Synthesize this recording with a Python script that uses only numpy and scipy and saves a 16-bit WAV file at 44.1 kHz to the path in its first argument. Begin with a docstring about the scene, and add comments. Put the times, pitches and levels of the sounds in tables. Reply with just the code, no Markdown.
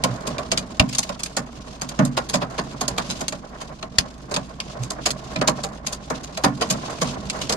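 """Rain and hail on a car that idles in a queue, heard from inside the cabin for about 7.5 seconds.
From the start, shaped noise hisses and patters as rain, and a few low sine tones hum as the engine.
Hail begins at once: each stone is a spray of noise, a knock on the windscreen and a ringing roof.
A wiper thumps, a low decaying tone, just after the start; two more thumps come after 4.7 s.
The rain weakens and swells several times, and is strong again from about 6.8 s to the end."""
import sys
import numpy as np
from scipy import signal
from scipy.fft import rfft, irfft, next_fast_len
from scipy.io import wavfile
from scipy.ndimage import uniform_filter1d, map_coordinates

SR = 44100
rng = np.random.default_rng(int(sys.argv[2]) if len(sys.argv) > 2 else 0)


def output_pcm(signal):
    """Save a mono or channel-first signal as 16-bit PCM at the path in sys.argv[1].

    Samples are clipped to [-1, 1] before scaling.
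    """
    pcm = np.clip(np.atleast_2d(signal).T, -1, 1) * 32767
    wavfile.write(sys.argv[1], SR, np.round(pcm).astype(np.int16))


N = 333396


def amp(db):
    """Turn decibels into a gain."""
    return 10 ** (np.asarray(db) / 20)


def unit(x):
    """Scale x to an rms of 1."""
    return x / np.sqrt(np.mean(x ** 2) + 1e-20)


def burst(x):
    """Scale a short sound to the energy of 20 ms at rms 1, whatever its length."""
    return unit(x) * np.sqrt(.02 * SR / x.shape[-1])


def along(points, hz):
    """Read a curve of (Hz, value) points on a logarithmic pitch axis."""
    point_hz, value = np.transpose(points)
    return np.interp(np.log(hz + 1), np.log(point_hz + 1), value)


def curves(rows):
    """Turn each column after the time into one value per sample."""
    seconds, *columns = np.transpose(rows)
    return [np.interp(np.arange(N) / SR, seconds, column) for column in columns]


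def wobble(rate):
    """Draw a smooth random curve with this many random points a second."""
    points = rng.standard_normal(int(N * rate / SR) + 4)
    return map_coordinates(points, [np.arange(N) * rate / SR])


def add(track, s, sound):
    """Mix a sound into the track from time s in seconds."""
    part = track[:, max(0, round(s * SR)):][:, :sound.shape[-1]]
    part += sound[:, :part.shape[-1]]


def panned(x, left_db):
    """Make left louder than right by left_db, half on each side."""
    return x * amp(np.array([[.5], [-.5]]) * left_db)


# How alike the two ears are. Each row: pitch in Hz, likeness (1 = same, 0 = unrelated).
LIKENESS = [(100, 1), (250, 0.92), (500, 0.82), (1000, 0.031), (10000, 0.096)]
# Which side is louder. Each row: pitch in Hz, left level minus right level in dB.
LEFT_RIGHT = [(60, -3.5), (160, -3.5), (600, -2.5), (1800, -3.5), (3500, 0.5), (6300, 0.6), (11000, -10)]


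def coloured(pair, spectrum, bright_db=0, ripple_db=0):
    """Filter two unrelated signals into left and right; no sound comes before its cause."""
    n = pair.shape[-1]
    m = 2 * next_fast_len(n // 2 + 1024)
    hz = np.fft.rfftfreq(m, 1 / SR)
    tilt = bright_db * along([(2800, -0.47), (7500, 0.47)], hz)
    # each spot on the car favours its own resonances
    ripple = ripple_db * map_coordinates(rng.standard_normal(128), [np.sqrt(hz / 2)])
    gain = amp(along(spectrum, hz) + tilt + ripple)
    # folding the cepstrum forward in time makes the filter start promptly (minimum phase)
    cepstrum = irfft(np.log(gain))
    cepstrum[1:m // 2] *= 2
    cepstrum[m // 2 + 1:] = 0
    colour = np.exp(rfft(cepstrum))
    # the shared middle and the opposed side part are mixed to give the wanted likeness
    turn = np.arccos(np.clip(along(LIKENESS, hz), -1, 1)) / 2
    mid, side = rfft(pair, m) * colour * [np.cos(turn), np.sin(turn)]
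    ears = np.array([mid + side, mid - side])
    return irfft(panned(ears, along(LEFT_RIGHT, hz)))[:, :n]


# Tones of the idling car. Each row: pitch in Hz, rms level in dB before wavering and panning.
IDLE_TONES = [(28.4, -53.5), (50.5, -60), (56.7, -47)]


def idle(waver_db=1.5):
    """Steady low tones of the idling car hum together, wavering slowly in level and phase."""
    t = np.arange(N) / SR
    tones = np.zeros(N)
    for hz, db in IDLE_TONES:
        level = amp(db + waver_db * wobble(1.97))
        tones += level * np.sin(2 * np.pi * hz * t + 0.069 * wobble(1.26))
    return panned(np.sqrt(2) * tones, -1.7)  # a sine of peak sqrt(2) has rms 1


def patter(flutter_db):
    """Noise of countless small drops, fluttering in strength."""
    return amp(flutter_db * (wobble(25) + wobble(120))) * rng.standard_normal((2, N))


# Strength of the rainfall. Each row: time in seconds, hiss on the glass in dB,
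# drumming on the panels in dB; both before the trims in rain().
RAINFALL = [(0.0, -49.5, -35.5), (0.46, -47.5, -36.5), (0.67, -53.5, -40.5), (1.03, -50, -45),
            (1.58, -54, -44), (3.14, -47.5, -38.5), (3.41, -54, -44), (4.15, -56, -44.5), (5.35, -49, -38),
            (5.91, -53.5, -43.5), (6.44, -51.5, -40.5), (6.8, -44, -35), (7.56, -44.5, -36.5)]
# Colour of the hiss. Each row: pitch in Hz, relative level in dB per Hz.
HISS_COLOUR = [(800, -32), (1300, -52), (2000, -13.5), (2700, -5), (4500, -5.5), (6500, -8), (8500, -19),
               (11800, -30.5), (13000, -46)]
# Colour of the windscreen, also used for the panels. Each row: pitch in Hz, relative dB per Hz.
GLASS_COLOUR = [(150, -20.5), (330, -7.5), (470, -2.5), (540, -1.5), (630, 5), (700, -0.5), (760, 0.5),
                (900, -5), (1070, 1.5), (1220, -6.5), (1400, -6.5), (1650, -10.5), (2200, -15.5),
                (5000, -56.5)]
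# Colour of the cabin's rumble. Each row: pitch in Hz, relative level in dB per Hz.
CABIN_COLOUR = [(15, -46), (35, -15), (70, 0), (100, -10.5), (140, 5), (165, -3.5), (190, 2), (250, -1.5),
                (330, -7), (500, -14), (1200, -75.5)]


def rain(hiss_db=3.4, drum_db=1, rumble_db=-39, rumble_grows=0.94):
    """Drops hiss on the glass and drum on the panels; the cabin's rumble follows the drumming."""
    hiss, drum = curves(RAINFALL)
    rumble = rumble_db + rumble_grows * (drum - drum.mean())
    fizz = unit(coloured(patter(flutter_db=4.0), HISS_COLOUR))
    panels = unit(coloured(patter(flutter_db=2.84), GLASS_COLOUR))
    cabin = unit(coloured(patter(flutter_db=1.5), CABIN_COLOUR))
    return amp(hiss + hiss_db) * fizz + amp(drum + drum_db) * panels + amp(rumble) * cabin


# Moments when the wipers turn round. Each row: start in seconds, level in dB before panning.
WIPER_TURNS = [(0.079, -22.5), (4.786, -21.5), (5.33, -36)]


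def wipers(thump_hz=123, rise_s=0.032):
    """The rubber blades flip over with a soft, low thump that swells and fades."""
    out, t = np.zeros((2, N)), np.arange(SR // 4) / SR
    swell = (t / rise_s * np.exp(1 - t / rise_s)) ** 3  # peaks at rise_s
    thump = np.sin(2 * np.pi * thump_hz * t) * swell
    for s, db in WIPER_TURNS:
        add(out, s, amp(db) * panned(thump, -4))
    return out


def strike(t, rise, t60):
    """Envelope that builds while the ice crushes, then falls by 60 dB in t60 seconds."""
    rise = max(rise, 1e-4)
    return np.minimum(t / rise, 1) * amp(-60 * np.maximum(t - rise, 0) / t60)


# Colour of the spray. Each row: pitch in Hz, relative level in dB per Hz.
SPRAY_COLOUR = [(500, -13.5), (1300, -6), (1900, -6.5), (2500, -0.5), (3400, -1.5), (5200, 0),
                (5650, -10.5), (6300, -0.5), (7200, -5.5), (8500, -12.5), (11800, -22), (12500, -16)]


def shatter(t, crush, t60, bright_db, crack=0.099, grain_db=3.5, clump_db=2, tail_db=-22, tail_t60=0.13):
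    """Ice or water cracks and scatters in clumps of fragments; the cabin prolongs it a little."""
    fine, coarse = rng.standard_normal((2, len(t)))
    grains = grain_db * unit(uniform_filter1d(fine, size=30))
    clumps = clump_db * unit(uniform_filter1d(coarse, size=220))
    fragments = amp(grains + clumps)
    snap = crack * np.exp(-((t - crush) / 0.00037) ** 2)
    tail = amp(tail_db) * strike(t, crush, tail_t60)
    splash = snap + strike(t, crush, t60) + tail
    noise = rng.standard_normal((2, len(t))) * fragments * splash
    return burst(coloured(noise, SPRAY_COLOUR, bright_db, ripple_db=2.5))


def drops(drop_db=-49, spread_db=2.0, bright_db=3, t60=0.091, count=260):
    """Raindrops of all sizes splash on the windscreen at random times."""
    out, t = np.zeros((2, N)), np.arange(SR // 14) / SR
    hiss = curves(RAINFALL)[0]
    heavier_db = hiss - hiss.mean()  # the drops grow as the rain swells
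    chances = rng.random((count, 2))
    sizes = rng.standard_normal((count, 2)).clip(-2, 2)
    for (when, softness), (bright, loud) in zip(chances, sizes):
        tick = shatter(t, 0.0016 + 0.0085 * softness, t60, bright_db + 3 * bright)
        level_db = drop_db + heavier_db[int(when * N)] + spread_db * loud
        add(out, when * N / SR, amp(level_db) * tick)
    return out


# the glass rings for KNOCK_T60_S under a stone that barely booms, longer under a heavier one
FAINT_BOOM_DB, KNOCK_T60_S, RING_DB_PER_DB = -58, .13, 0.04


def knock_on_glass(t, crush, boom):
    """A blow of noise swells and dies in the colour of the windscreen."""
    weight_db = boom - FAINT_BOOM_DB
    t60 = KNOCK_T60_S * amp(RING_DB_PER_DB * weight_db)
    blow = rng.standard_normal((2, len(t))) * strike(t, crush + 0.0019, t60)
    return burst(coloured(blow, GLASS_COLOUR, ripple_db=2.5))


# Ringing pitches (modes) of the roof panel. 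Each row: pitch in Hz, relative level in dB before
# the focus around BOOM_HZ, time to fall by 60 dB in seconds.
ROOF_MODES = [(93, -4, 0.15), (123, -7, 0.68), (139.1, -2.5, 0.54), (165, 2.5, 0.19), (187.4, 4, 0.27),
              (219.5, 1.5, 0.23), (241.7, -2, 0.62), (257.8, 2.5, 0.33), (285.2, 1.5, 0.36)]
BOOM_HZ = 182  # the roof answers most near this pitch


def boom_of_roof(t, crush, focus_db, width):
    """The roof modes ring as decaying sines, with new strengths and phases for each stone."""
    hz, mode_db, mode_t60 = np.transpose(ROOF_MODES)[:, :, None]
    # the place of impact sets the strengths and phases
    loud, phase, spread = rng.standard_normal((3, len(ROOF_MODES), 1))
    focus = focus_db * np.log2(hz / BOOM_HZ) ** 2
    strength = amp(mode_db - focus + 2 * loud - 60 * t / mode_t60)
    apart = width * spread * (hz / hz.max()) ** 2  # higher modes differ more between the microphones
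    turns = hz * t + phase
    roof = np.array([(strength * np.sin(2 * np.pi * turns + side * apart)).sum(0) for side in (1, -1)])
    return panned(burst(roof * np.minimum(t / (crush + 0.012), 1)), -3.0)


# The hailstones. Each row: start in seconds, spray in dB, brightness of the spray in dB,
# windscreen knock in dB, roof boom in dB, crush time in seconds.
# The levels and the brightness are before the trims in hail().
HAILSTONES = [(0.037, -18, -0.5, -18, -18.5, 0.0018), (0.2647, -27, 3, -28.5, -25, 0.0093),
              (.382, -30.5, -4.5, -26, -55, 0.00093), (.5154, -18, -3, -22, -24, 0.0031),
              (0.5725, -19, -1.5, -35.5, -26, 0.0033), (0.7955, -9.5, -14.5, -17, -11.5, 0.0013),
              (0.888, -33.5, 2, -46, -53, 0.0031), (0.922, -29.5, 0, -50, -52, 0.01),
              (.9486, -24.5, 3, -55, -53, 0.0013), (.981, -14.5, 12, -29.5, -30.5, 0.0047),
              (1.0265, -27.5, 1, -50, -52, 0.0057), (1.0907, -32, -5, -25.5, -28.5, 0.0025),
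              (1.19, -33, -2, -39, -52, 0.0078), (1.2323, -23, 10, -52, -44, 0.0027),
              (1.256, -30.5, -3, -54, -49, 0.0061), (1.365, -21, 4, -22.5, -23.5, 0.0058),
              (1.8124, -26.5, 5, -29, -27.5, 0.0058), (1.888, -31, 4, -43, -44, 0.0032),
              (1.9889, -29, -9, -16, -6.5, 0.0016), (2.0483, -27.5, 13, -32.5, -36, 0.0029),
              (2.167, -22.5, -7, -18.5, -31, 0.0077), (2.2855, -26, 3, -35.5, -36, 0.014),
              (2.331, -19, -1, -18, -17, 0.013), (2.4101, -30.5, -13, -22, -24.5, 0.011),
              (2.5783, -26.5, -9.5, -21.5, -23.5, 0.0075), (2.8081, -23, 3, -23, -25, 0.005),
              (2.8792, -20.5, 8.5, -29, -44, 0.0014), (2.9766, -22.5, -6, -22, -25.5, 0.0046),
              (3.0896, -24, -1.5, -34.5, -26, 0.019), (3.2061, -28.5, 4, -27, -29.5, 0.0031),
              (3.2814, -22, 3.5, -38, -31, 0.00035), (3.3208, -32.5, -5, -29, -30, .0035),
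              (3.6022, -34, 1, -32.5, -42, 0.014), (3.8263, -32, -17, -30.5, -32, 0.00067),
              (3.9841, -11, -4.5, -30, -26.5, 0.0017), (4.3103, -32.5, 7, -26, -32, 0.0038),
              (4.34, -24, -3, -29.5, -50, 0.002), (4.362, -22.5, -6, -23.5, -23, 0.0019),
              (4.6017, -26.5, -10.5, -49, -47, 0.00047), (4.8288, -32, 7.5, -55, -33, 0.0062),
              (4.9017, -25.5, 9, -29.5, -35, 0.0049), (5.0544, -16, 1, -21.5, -52, 0.0088),
              (5.105, -22, 2.5, -50, -31, 0.00084), (5.358, -26.5, -17, -28.5, -19, 0.0025),
              (5.412, -25, -8, -17.5, -22.5, 0.0017), (5.473, -15, -1, -15.5, -20, 0.005),
              (5.6327, -25, 6.5, -26, -33, 0.0058), (5.8623, -22.5, 1.5, -35, -34, 0.0097),
              (5.921, -26.5, 6, -35, -43, 0.0078), (6.0998, -30, 9, -21.5, -23, 0.0033),
              (6.23, -34, 2, -42.5, -55, 0.011), (6.3711, -28, -3.5, -27.5, -40, 0.003),
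              (6.436, -18, -1, -13, -12.5, 0.0058), (6.6086, -22, -3.5, -18.5, -30, .007),
              (6.6992, -16.5, 7, -26, -20, 0.0063), (7.0106, -21.5, 2.5, -19.5, -18, 0.0088),
              (7.2984, -23.5, -2, -58, -32, 0.00067), (7.4115, -26.5, -3, -36, -34, 0.0054),
              (7.493, -21, 0.5, -22.5, -27, 0.0033), (7.5167, -21, 5.5, -25.5, -29, 0.0088)]
# a spray with the usual crush time dies in SPRAY_T60_S; slushy stones crush slowly and linger
USUAL_CRUSH_S, SPRAY_T60_S, LINGER_POWER = 0.0047, 0.064, 0.24


def hail(spray_db=0, knock_db=0, boom_db=-3, bright_db=4.5, focus_db=10, width=0.5):
    """Each stone bursts, then knocks the glass and rings the roof about a millisecond later."""
    out, t = np.zeros((2, N)), np.arange(SR // 4) / SR
    for s, spray, bright, knock, boom, crush in HAILSTONES:
        spray_t60 = SPRAY_T60_S * (crush / USUAL_CRUSH_S) ** LINGER_POWER
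        ice = shatter(t, crush, spray_t60, bright + bright_db)
        add(out, s, amp(spray + spray_db) * ice)
        add(out, s + 0.00098, amp(knock + knock_db) * knock_on_glass(t, crush, boom))
        add(out, s + 0.0012, amp(boom + boom_db) * boom_of_roof(t, crush, focus_db, width))
    return out


def scene(lag=.00022):
    """Everything heard in the cabin; it reaches the left microphone lag seconds earlier."""
    left, right = idle() + rain() + wipers() + drops() + hail()
    return np.array([left, np.pad(right, (round(lag * SR), 0))[:N]])


TOP_HZ = 12050  # the treble fades out around this pitch


def record(dry, thud=5.9):
    """The hardest stones overload the microphone; the treble ends just above TOP_HZ."""
    excess = np.maximum(np.abs(dry) - .9, 0).mean(0)
    # overload pushes the signal to one side, which comes out as a low thud
    low_band = signal.butter(2, [45, 150], "band", fs=SR, output="sos")
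    offset = signal.sosfilt(low_band, excess)
    clipped = np.clip(dry - thud * offset, -.95, .95)
    m = next_fast_len(N + SR // 2)
    band = np.clip((TOP_HZ - np.fft.rfftfreq(m, 1 / SR)) / 400 + .7, 0, 1)
    return irfft(rfft(clipped, m) * band, m)[:, :N]


dry = scene()
out = record(dry)
output_pcm(out)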